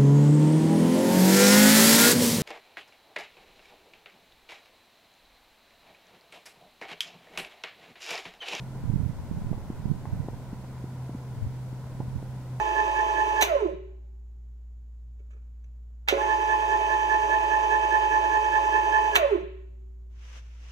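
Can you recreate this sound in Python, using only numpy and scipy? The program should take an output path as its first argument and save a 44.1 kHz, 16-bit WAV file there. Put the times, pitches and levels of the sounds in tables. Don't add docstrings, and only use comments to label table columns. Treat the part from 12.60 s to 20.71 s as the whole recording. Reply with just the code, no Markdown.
import sys
import numpy as np
from scipy import signal
from scipy.fft import rfft, irfft, next_fast_len
from scipy.io import wavfile

SR = 44100
rng = np.random.default_rng(int(sys.argv[2]) if len(sys.argv) > 2 else 0)


def dump(signal):
    limited = np.clip(np.atleast_2d(signal).T, -1, 1)
    pcm = np.round(limited * 32767).astype(np.int16)
    wavfile.write(sys.argv[1], SR, pcm)


N = 357651
TIME = np.arange(N) / SR
TURNS_PER_S, PULLEY_TEETH, BELT_TEETH = 53.83, 16, 175

# on t/s, off t/s, start of one belt lap t/s, whine level under load/dB
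MOTOR_RUNS = [(-0.5, 0.812, .174, -2), (3.498, 6.507, 5.126, -0.5)]
BELT_TENSION = [(.01, 1), (.13, .95), (.24, -.9), (.42, -.55), (.58, .3), (.71, -.95), (.86, -.45),
                (.93, .7)]
# cycles per shaft turn, level/dB, left minus right/dB, swell per unit tension/dB
WHINE_TONES = [(8, -47, -6.5, 2), (15, -41.5, -8, -3.5), (16, -26.4, -6, 3.3), (32, -35.3, -10, 11),
               (33, -38.5, -9, 6.5), (48, -44, -9, 1.5), (17, -47, -10, 3), (18, -40, 2.5, 0.5),
               (19, -48, 3.5, 7), (20, -50, -4.5, 3), (30, -54, -8, 10), (31, -49, -3, 5),
               (34, -53, -15, 7), (42, -58, -0.5, 1), (45, -59, -9, 3), (57, -49, -11.5, -1),
               (58, -51.5, -5.5, 2), (46, -57, -5, 2), (47, -57, -6, 2), (49, -57, -6, 2), (50, -56, -5, 2),
               (56, -58, -6, 1), (80, -73, -2, 1), (87, -72, -2, 1), (91, -69, -2, 1), (99, -72, -2, 1),
               (100, -71, -2, 1), (112, -67, -1, 1), (118, -67, -1, 1), (119, -69, -1, 1)]
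LATE_TONES = (16, 17, 18, 19, 20, 33, 34)
# t/s after power off, level/dB
TEETH_LET_GO = [(.008, -2), (.022, -15.5), (.04, -9), (.06, -2.5)]
# f/Hz, level/dB
FRAME_RESPONSE = [(110, -43), (175, -24.5), (260, -35.5), (350, -2), (385, -10), (415, -5.5), (480, -20.5),
                  (560, 3.5), (680, -6), (790, -19), (850, 1), (1100, 4.5), (1230, -5), (1360, 3.5),
                  (1500, -2.5), (1620, 1)]
# f/Hz, level/dB
RATTLE_COLOUR = [(100, -12.5), (175, -8.5), (280, -22.5), (340, -5.5), (480, -14), (680, 0.5), (780, -21.5),
                 (1050, 7), (1200, -9), (2000, -9), (2600, -9), (3400, -17), (4300, -25), (6600, -24),
                 (8800, -37), (15000, -42)]
# f/Hz, width/Hz, level/dB
HOUSING_RINGS = [(329, 5.5, 7.5), (358.4, 22, 16.5), (405.9, 17, 23), (559.6, 21, 12.5), (655.7, 16, 11),
                 (1041, 24, 3), (179, 27, 14.5)]
# f/Hz, ring time/s, level/dB
BLADE_RINGS = [(382, 3.0, -10), (829, 2.3, -9), (368, .6, 0), (414, .65, 2), (565, .6, -19), (1023, .8, -3),
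               (1507, .5, -13), (1960, .4, -3)]
# f/Hz, width/Hz, level/dB
PANEL_RINGS = [(665, 13, -0.5), (830, 17, -6.5), (1004, 18, 0), (1304, 46, -6)]
# t/s, level/dB, ring time/s, tilt/dB per octave
SNAP_LEAD_INS = [(.807, -18.5, 0.15, 4), (3.475, -24, .1, -1.5), (6.546, -22, 0.087, 1)]
# t/s, level/dB, ring time/s, tilt/dB per octave
SWITCH_SNAPS = [(.8228, -14.5, 0.045, -2), (.83, -24.5, .05, -2.5), (3.4855, -14.5, 0.012, 2),
                (3.489, -23.5, 0.18, 0), (6.5553, -16.5, 0.065, -1), (6.561, -14.5, .04, -1.5)]
# f/Hz, level/dB
SNAP_COLOUR = [(150, -30), (260, -11), (350, 1), (550, -2.5), (800, 7), (1500, 3.5), (2500, 3.5),
               (3700, -1), (5000, -13), (6300, -10.5), (7800, -18.5), (11000, -29), (15000, -24.5)]
# f/Hz, width/Hz, level/dB
SNAP_RINGS = [(1450, 290, -5.5), (1964, 83, -8.5), (2290, 180, -4), (2850, 240, -7.5), (4130, 770, -11)]
# t/s, level/dB, ring time/s, tilt/dB per octave
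HISS_AND_SPARKS = [(.81, -33, 0.21, 1.5), (.8228, -25, .07, 0.5), (3.4855, -33.5, 0.026, 3.5),
                   (6.554, -28, .1, -1)]
# f/Hz, level/dB
HISS_AND_SPARK_COLOUR = [(1000, -39.5), (5000, -16.5), (6300, 8), (7600, -4), (11000, -6.5), (14800, 2.5)]
# t/s, level/dB, top f/Hz
HOUSING_KNOCKS = [(.826, -22, 440), (2.6, -49.5, 400), (2.744, -50, 400), (3.511, -25, 800),
                  (3.5246, -13, 850), (3.535, -20.5, 800), (3.548, -23, 800), (3.56, -27.5, 800),
                  (3.573, -23.5, 800), (6.577, -25.5, 500)]
# f/Hz, ring time/s, level/dB
KNOCK_RINGS = [(381, 0.087, -10), (425, .075, 0.5), (558, .1, -0.5), (675, 0.018, -3.5)]
# t/s, level/dB of its ring
BLADE_STOPS = [(1.058, -56), (6.755, -47)]
# f/Hz, ring time/s, level/dB
STAND_RINGS = [(378, .55, -28.5), (413, .55, -31)]
# t/s, level/dB, ring time/s, tilt/dB per octave
HAND_TAPS = [(2.592, -62, .09, 0.5), (2.704, -58, 0.15, 2), (2.731, -57, .08, -0.5), (2.764, -55, .07, -3),
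             (2.822, -64, 0.047, -1), (3.04, -52, .025, 2)]
# f/Hz, level/dB
HAND_COLOUR = [(200, -8.5), (420, 14), (850, -5.5), (1300, 6.5), (1650, 6), (1950, -9), (2280, 4.5),
               (3000, -10.5), (4500, -23), (7000, -17), (9000, -38), (15000, -41.5)]
# t/s, level/dB
CLOTH_LEVEL = [(7.5, -78), (7.616, -59.5), (7.778, -51), (7.812, -62.5), (7.89, -63), (7.99, -61.5),
               (8.11, -54.5)]
# f/Hz, level/dB
CLOTH_COLOUR = [(290, -17.5), (500, -13), (619, -16), (1370, -12.5), (2390, -13.5), (2800, -11.5),
                (4290, -23), (6030, -17.5), (8610, -34), (15000, -46)]
# f/Hz, width/Hz, level/dB
CASING_RINGS = [(2350, 110, -10), (2620, 180, -4.5), (3020, 35, -2), (3400, 190, -5), (6060, 50, 8.5),
                (6330, 79, 4.5), (6900, 110, 1), (8720, 180, 3.5), (13200, 180, -3), (14750, 300, -3)]
# f/Hz, left minus right level/dB
LEFT_LEVEL = [(120, 8.5), (400, -7), (700, -10), (1050, -4.5), (1700, -6.5), (3000, -2), (5000, -4),
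              (7000, 0)]
# f/Hz, lag/radians
LEFT_LAG = [(120, 1.7), (400, 0.97), (700, 1.5), (870, 0.69), (1000, 3.16), (1400, 3.6), (1750, 0.83),
            (2200, 4.1), (2800, 2.7), (3900, 1.66), (4700, 1.2), (6000, 0.23), (9000, 0.9)]
# f/Hz, ring time/s
ROOM_RING_TIME = [(200, 1), (450, 0.65), (1000, 0.68), (2000, .72), (3300, 0.75), (7000, 0.13),
                  (15000, 0.16)]
# f/Hz, level/dB
SMALL_ECHO_COLOUR = [(1000, 0), (2000, 1), (2700, -1.5), (3700, -6.5), (6000, -2.5), (12000, -2)]
# f/Hz, level/dB
HUM_TONES = [(58.6, -42), (121.8, -72), (125, -74), (242, -74), (414.5, -85)]
# f/Hz, level/dB in a band 1 Hz wide
AIR_COLOUR = [(25, -84.5), (40, -86.5), (80, -85.5), (100, -83.5), (125, -85), (160, -96.5), (240, -101),
              (320, -103), (500, -107), (1000, -113), (2000, -120.5), (5000, -127), (6400, -124),
              (7000, -117), (8200, -134), (14000, -129)]


def saw(rattle_db=-37, rattle_growth=1.9, scatter_db=-12, bass_cut_hz=300):
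    speed, pull, laps, whine_db = motor()
    turns, tension = shaft(speed, laps)
    tones = belt_whine(turns, speed, tension * speed ** 2, pull) * from_db(whine_db) * np.sqrt(speed)
    shake = from_db(rattle_db) * speed ** rattle_growth
    direct, scattered = (from_right(rattle(turns, tension) * shake) for _ in range(2))
    rattling = direct + from_db(scatter_db) * scattered * [[1], [-1]]
    drive = tones + band_filter(rattling, 5, bass_cut_hz, "high")
    housing = ring_through(drive, HOUSING_RINGS)
    blade = ring_through(drive, [(hz, np.log(1000) / np.pi / ring_s, db) for hz, ring_s, db in BLADE_RINGS])
    return drive + housing + blade + panel_buzz(housing[1]), rattling


def motor(spin_up_s=.024, coast_s=.41, brake_s=.065, seat_s=.125, slack_s=.034,
          judder_hz=85, judder_db=18, bed_in_db=2, bed_in_s=1.7):
    speed, pull, laps, level_db = np.zeros((4, N))
    for on, off, lap_start, load_db in MOTOR_RUNS:
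        now = TIME >= on
        age, coasting = np.maximum(TIME - on, 0), np.maximum(TIME - off, 0)
        braking = np.minimum(coasting / brake_s, 1) ** 2
        run_speed = (1 - np.exp(-age / spin_up_s)) * np.maximum(1 - braking * coasting / coast_s, 0)
        seated = np.minimum(age / seat_s, 1)
        taut = np.clip(2 - coasting / slack_s, 0, 1)
        judder_dip_db = judder_db * (1 - seated) * np.cos(np.pi * judder_hz * age) ** 2
        bedding_dip_db = bed_in_db * np.maximum(1 - age / bed_in_s, 0)
        travel = np.cumsum(run_speed) * TURNS_PER_S / SR * PULLEY_TEETH / BELT_TEETH
        speed[now] = run_speed[now]
        pull[now] = (seated * taut)[now] ** 2
        laps[now] = travel[now] - np.interp(lap_start, TIME, travel)
        level_db[now] = load_db * pull[now] - (judder_dip_db + bedding_dip_db)[now]
    return speed, pull, laps, level_db


def shaft(speed, laps, lap_scatter=.09):
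    tension = np.interp(laps, *np.transpose(BELT_TENSION), period=1) + lap_scatter * drift(10)
    sway = .005 * (tension - tension[speed > .5].mean()) + .0008 * drift(25)
    return np.cumsum(speed * (1 + sway)) * TURNS_PER_S / SR, tension


def belt_whine(turns, speed, tension, pull, slack_db=-9, overtone_slack_db=-4, loose_flutter=.6):
    out = np.zeros((2, N))
    late_tension = np.array([depth * np.interp(TIME - lag_s, TIME, tension)
                             for lag_s, depth in [(.029, 1.2), (.019, .9)]])
    let_go_db = sum(np.interp(TIME - off, *np.transpose(TEETH_LET_GO), left=0, right=0)
                    for _, off, _, _ in MOTOR_RUNS)
    for cycles, level_db, left_db, tension_db in WHINE_TONES:
        is_main = cycles == PULLEY_TEETH
        unsteady = 1 if is_main else np.clip(cycles / 11, 2, 4.5)
        phase = 2 * np.pi * (cycles * turns + rng.random()) + .07 * unsteady * drift(35)
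        flutter_db = .6 * unsteady * drift(35)
        if abs(cycles - 2 * PULLEY_TEETH) <= 2:
            phase -= tension
            flutter_db *= 1 - loose_flutter * tension
        swell_db = tension_db * (late_tension if cycles in LATE_TONES else tension)
        if is_main:
            load_db = let_go_db
        else:
            load_db = (1 - pull) * (slack_db if cycles % PULLEY_TEETH else overtone_slack_db)
        frame_db = at_hz(FRAME_RESPONSE, cycles * speed * TURNS_PER_S)
        gain = from_db(level_db + swell_db + flutter_db + load_db + frame_db)
        out += np.sqrt(2) * np.sin(phase) * gain * from_db([[left_db], [0]])
    flap_db = 1.5 * (1.5 - pull) * drift(60)
    return out * from_db(flap_db)


def rattle(turns, tension, repeating=.24, pulsing=.087, tension_db=1.0, bumps=280):
    surface = np.interp(turns * bumps, np.arange(bumps), rng.standard_normal(bumps), period=bumps)
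    friction = rng.standard_normal(N) * (1 + pulsing * np.cos(2 * np.pi * turns))
    return coloured(repeating * surface + friction, RATTLE_COLOUR) * from_db(tension_db * tension)


def panel_buzz(swing, gap=.043, top_hz=1450):
    contact = np.maximum(np.abs(swing) - gap, 0) * rng.standard_normal(N)
    contact = band_filter(contact, 6, top_hz)
    return from_right(ring_through(contact, PANEL_RINGS, boost_db=9.5))


def switch(level_db=-3):
    lead_ins = blows(SNAP_LEAD_INS, SNAP_COLOUR, crack_db=-13.5, crack_s=.014, rise_s=.009)
    snaps = blows(SWITCH_SNAPS, SNAP_COLOUR, crack_db=0, crack_s=.002, rise_s=.0003)
    clicks = (lead_ins + snaps) * from_db(level_db)
    return clicks + ring_through(clicks, SNAP_RINGS, boost_db=8)


def hiss_and_sparks():
    return blows(HISS_AND_SPARKS, HISS_AND_SPARK_COLOUR, crack_db=0, crack_s=.002, rise_s=.0007)


def knocks(bass_cut_hz=310, samples=8192):
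    out = np.zeros(N)
    ring = band_filter(fading_notes(KNOCK_RINGS, np.arange(samples) / SR), 6, bass_cut_hz, "high")
    for t, level_db, top_hz in HOUSING_KNOCKS:
        start = int(t * SR)
        out[start:start + samples] += from_db(level_db) * band_filter(ring, 4, top_hz)
    return out


def singing_blade(shudder_rise_s=.03):
    hz, ring_s, _ = BLADE_RINGS[0]
    out = np.zeros(N)
    for t, level_db in BLADE_STOPS:
        age = np.maximum(TIME - t, 0)
        out += fading_notes(STAND_RINGS, age) * (1 - np.exp(-age / shudder_rise_s))
        out += fading_notes([(hz, ring_s, level_db)], age)
    return out


def taps():
    return blows(HAND_TAPS, HAND_COLOUR, crack_db=-6, crack_s=.003, rise_s=.003)


def sleeve():
    level_db = np.interp(TIME, *np.transpose(CLOTH_LEVEL))
    cloth = coloured(rng.standard_normal((2, N)), CLOTH_COLOUR)
    catches_db = drift(40.4)
    return cloth * from_db(level_db + catches_db) * (TIME > CLOTH_LEVEL[0][0])


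def casing(sound, panel_db=-3, fade_s=.012, apart_db=2, samples=3000):
    age = np.arange(samples) / SR
    noise = rng.standard_normal(samples) + from_db(apart_db) * rng.standard_normal((2, samples))
    panel = unit_power(noise * np.exp(-age / fade_s)) / np.sqrt(samples)
    panel = band_filter(panel, 2, 2500, "high")
    panel_ring = signal.fftconvolve(sound[None], panel, axes=1)[:, :N]
    return sound + ring_through(sound, CASING_RINGS) + from_db(panel_db) * panel_ring


def from_right(sound):
    left, right = casing(sound)
    return np.array([shaped(left, LEFT_LEVEL), right])


def room_echo(sound, rise_s=.0014, samples=40000):
    age, tail = np.arange(samples) / SR, 0
    edges_hz = np.geomspace(100, 16000, 9)
    for low, high in zip(edges_hz, edges_hz[1:]):
        band = band_filter(rng.standard_normal((2, samples)), 2, [low, high], "band")
        tail += band * from_db(-60 * age / at_hz(ROOM_RING_TIME, np.sqrt(low * high)))
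    tail = unit_power(tail * (1 - np.exp(-age / rise_s))) / np.sqrt(samples)
    return signal.fftconvolve(sound[None], tail, axes=1)[:, :N]


def hum():
    out = np.zeros(N)
    for hz, level_db in HUM_TONES:
        gain = np.sqrt(2) * from_db(level_db + .25 * drift(4))
        out += gain * np.sin(2 * np.pi * hz * (TIME + .0001 * drift(3)))
    return out


def room_air(side_db=-6):
    air = rng.standard_normal(N) + from_db(side_db) * rng.standard_normal(N) * [[1], [-1]]
    return shaped(air * np.sqrt(SR / 2), AIR_COLOUR)


def blows(rows, colour, crack_db, crack_s, rise_s, samples=16384):
    out, age = np.zeros(N + samples), np.arange(samples) / SR
    for t, level_db, ring_s, tilt_db in rows:
        fade = from_db(-60 * age / ring_s) + from_db(crack_db) * np.exp(-age / crack_s)
        rise = 1 - np.exp(-age / rise_s)
        tilted = [(hz, db + tilt_db * np.log2(hz)) for hz, db in colour]
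        noise = coloured(rng.standard_normal(samples), tilted)
        start = int(t * SR)
        out[start:start + samples] += from_db(level_db) * rise * fade * noise
    return out[:N]


def fading_notes(notes, age):
    return sum(from_db(db - 60 * age / ring_s) * np.sin(2 * np.pi * hz * age) for hz, ring_s, db in notes)


def ring_through(sound, rings, boost_db=0):
    out = 0
    for hz, width, db in rings:
        r = np.exp(-np.pi * width / SR)
        feed = np.array([1, 0, -1]) * (1 - r * r) / 2
        feedback = [1, -2 * r * np.cos(2 * np.pi * hz / SR), r * r]
        out += from_db(db + boost_db) * signal.lfilter(feed, feedback, sound + 1e-18)
    return out


def drift(rate_hz, step=40):
    r = np.exp(-2 * np.pi * step * rate_hz / SR)
    slow = signal.lfilter([1], [1, -2 * r, r * r], rng.standard_normal(N // step + 2002))[2000:]
    return np.interp(np.arange(N) / step, np.arange(len(slow)), unit_power(slow))


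def band_filter(sound, steepness, hz, keep="low"):
    return signal.sosfilt(signal.butter(steepness, hz, keep, fs=SR, output="sos"), sound)


def from_db(db):
    return 10 ** (np.asarray(db) / 20)


def unit_power(sound):
    return sound / np.sqrt(np.mean(sound ** 2) + 1e-20)


def at_hz(curve, hz):
    f, value = np.transpose(curve)
    return np.interp(np.log(np.maximum(hz, 1)), np.log(f), value)


def shaped(sound, curve, to_gain=from_db):
    size = next_fast_len(sound.shape[-1] + 4096)
    gain = to_gain(at_hz(curve, np.fft.rfftfreq(size, 1 / SR)))
    return irfft(rfft(sound, size) * gain, size)[..., :sound.shape[-1]]


def coloured(noise, colour):
    return unit_power(shaped(noise, colour))


def scene(saw_echo_db=-22, rattle_echo_db=-23, small_echo_db=-15):
    machine, rattling = saw()
    clicks = band_filter(switch() + hiss_and_sparks() + taps(), 3, 300, "high")
    small_sounds = from_right(clicks + knocks() + singing_blade())
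    left, right = machine + small_sounds
    left = shaped(left, LEFT_LAG, to_gain=lambda lag: np.exp(-1j * lag))
    into_room = from_db(saw_echo_db) * machine[1] + from_db(rattle_echo_db) * rattling[1]
    into_room += from_db(small_echo_db) * shaped(small_sounds[1], SMALL_ECHO_COLOUR)
    return np.array([left, right]) + room_echo(into_room) + sleeve() + hum() + room_air()


def record(dry, top_hz=15400):
    return signal.sosfilt(signal.ellip(10, .2, 80, top_hz, fs=SR, output="sos"), dry)


dry = scene()
out = record(dry)
dump(out)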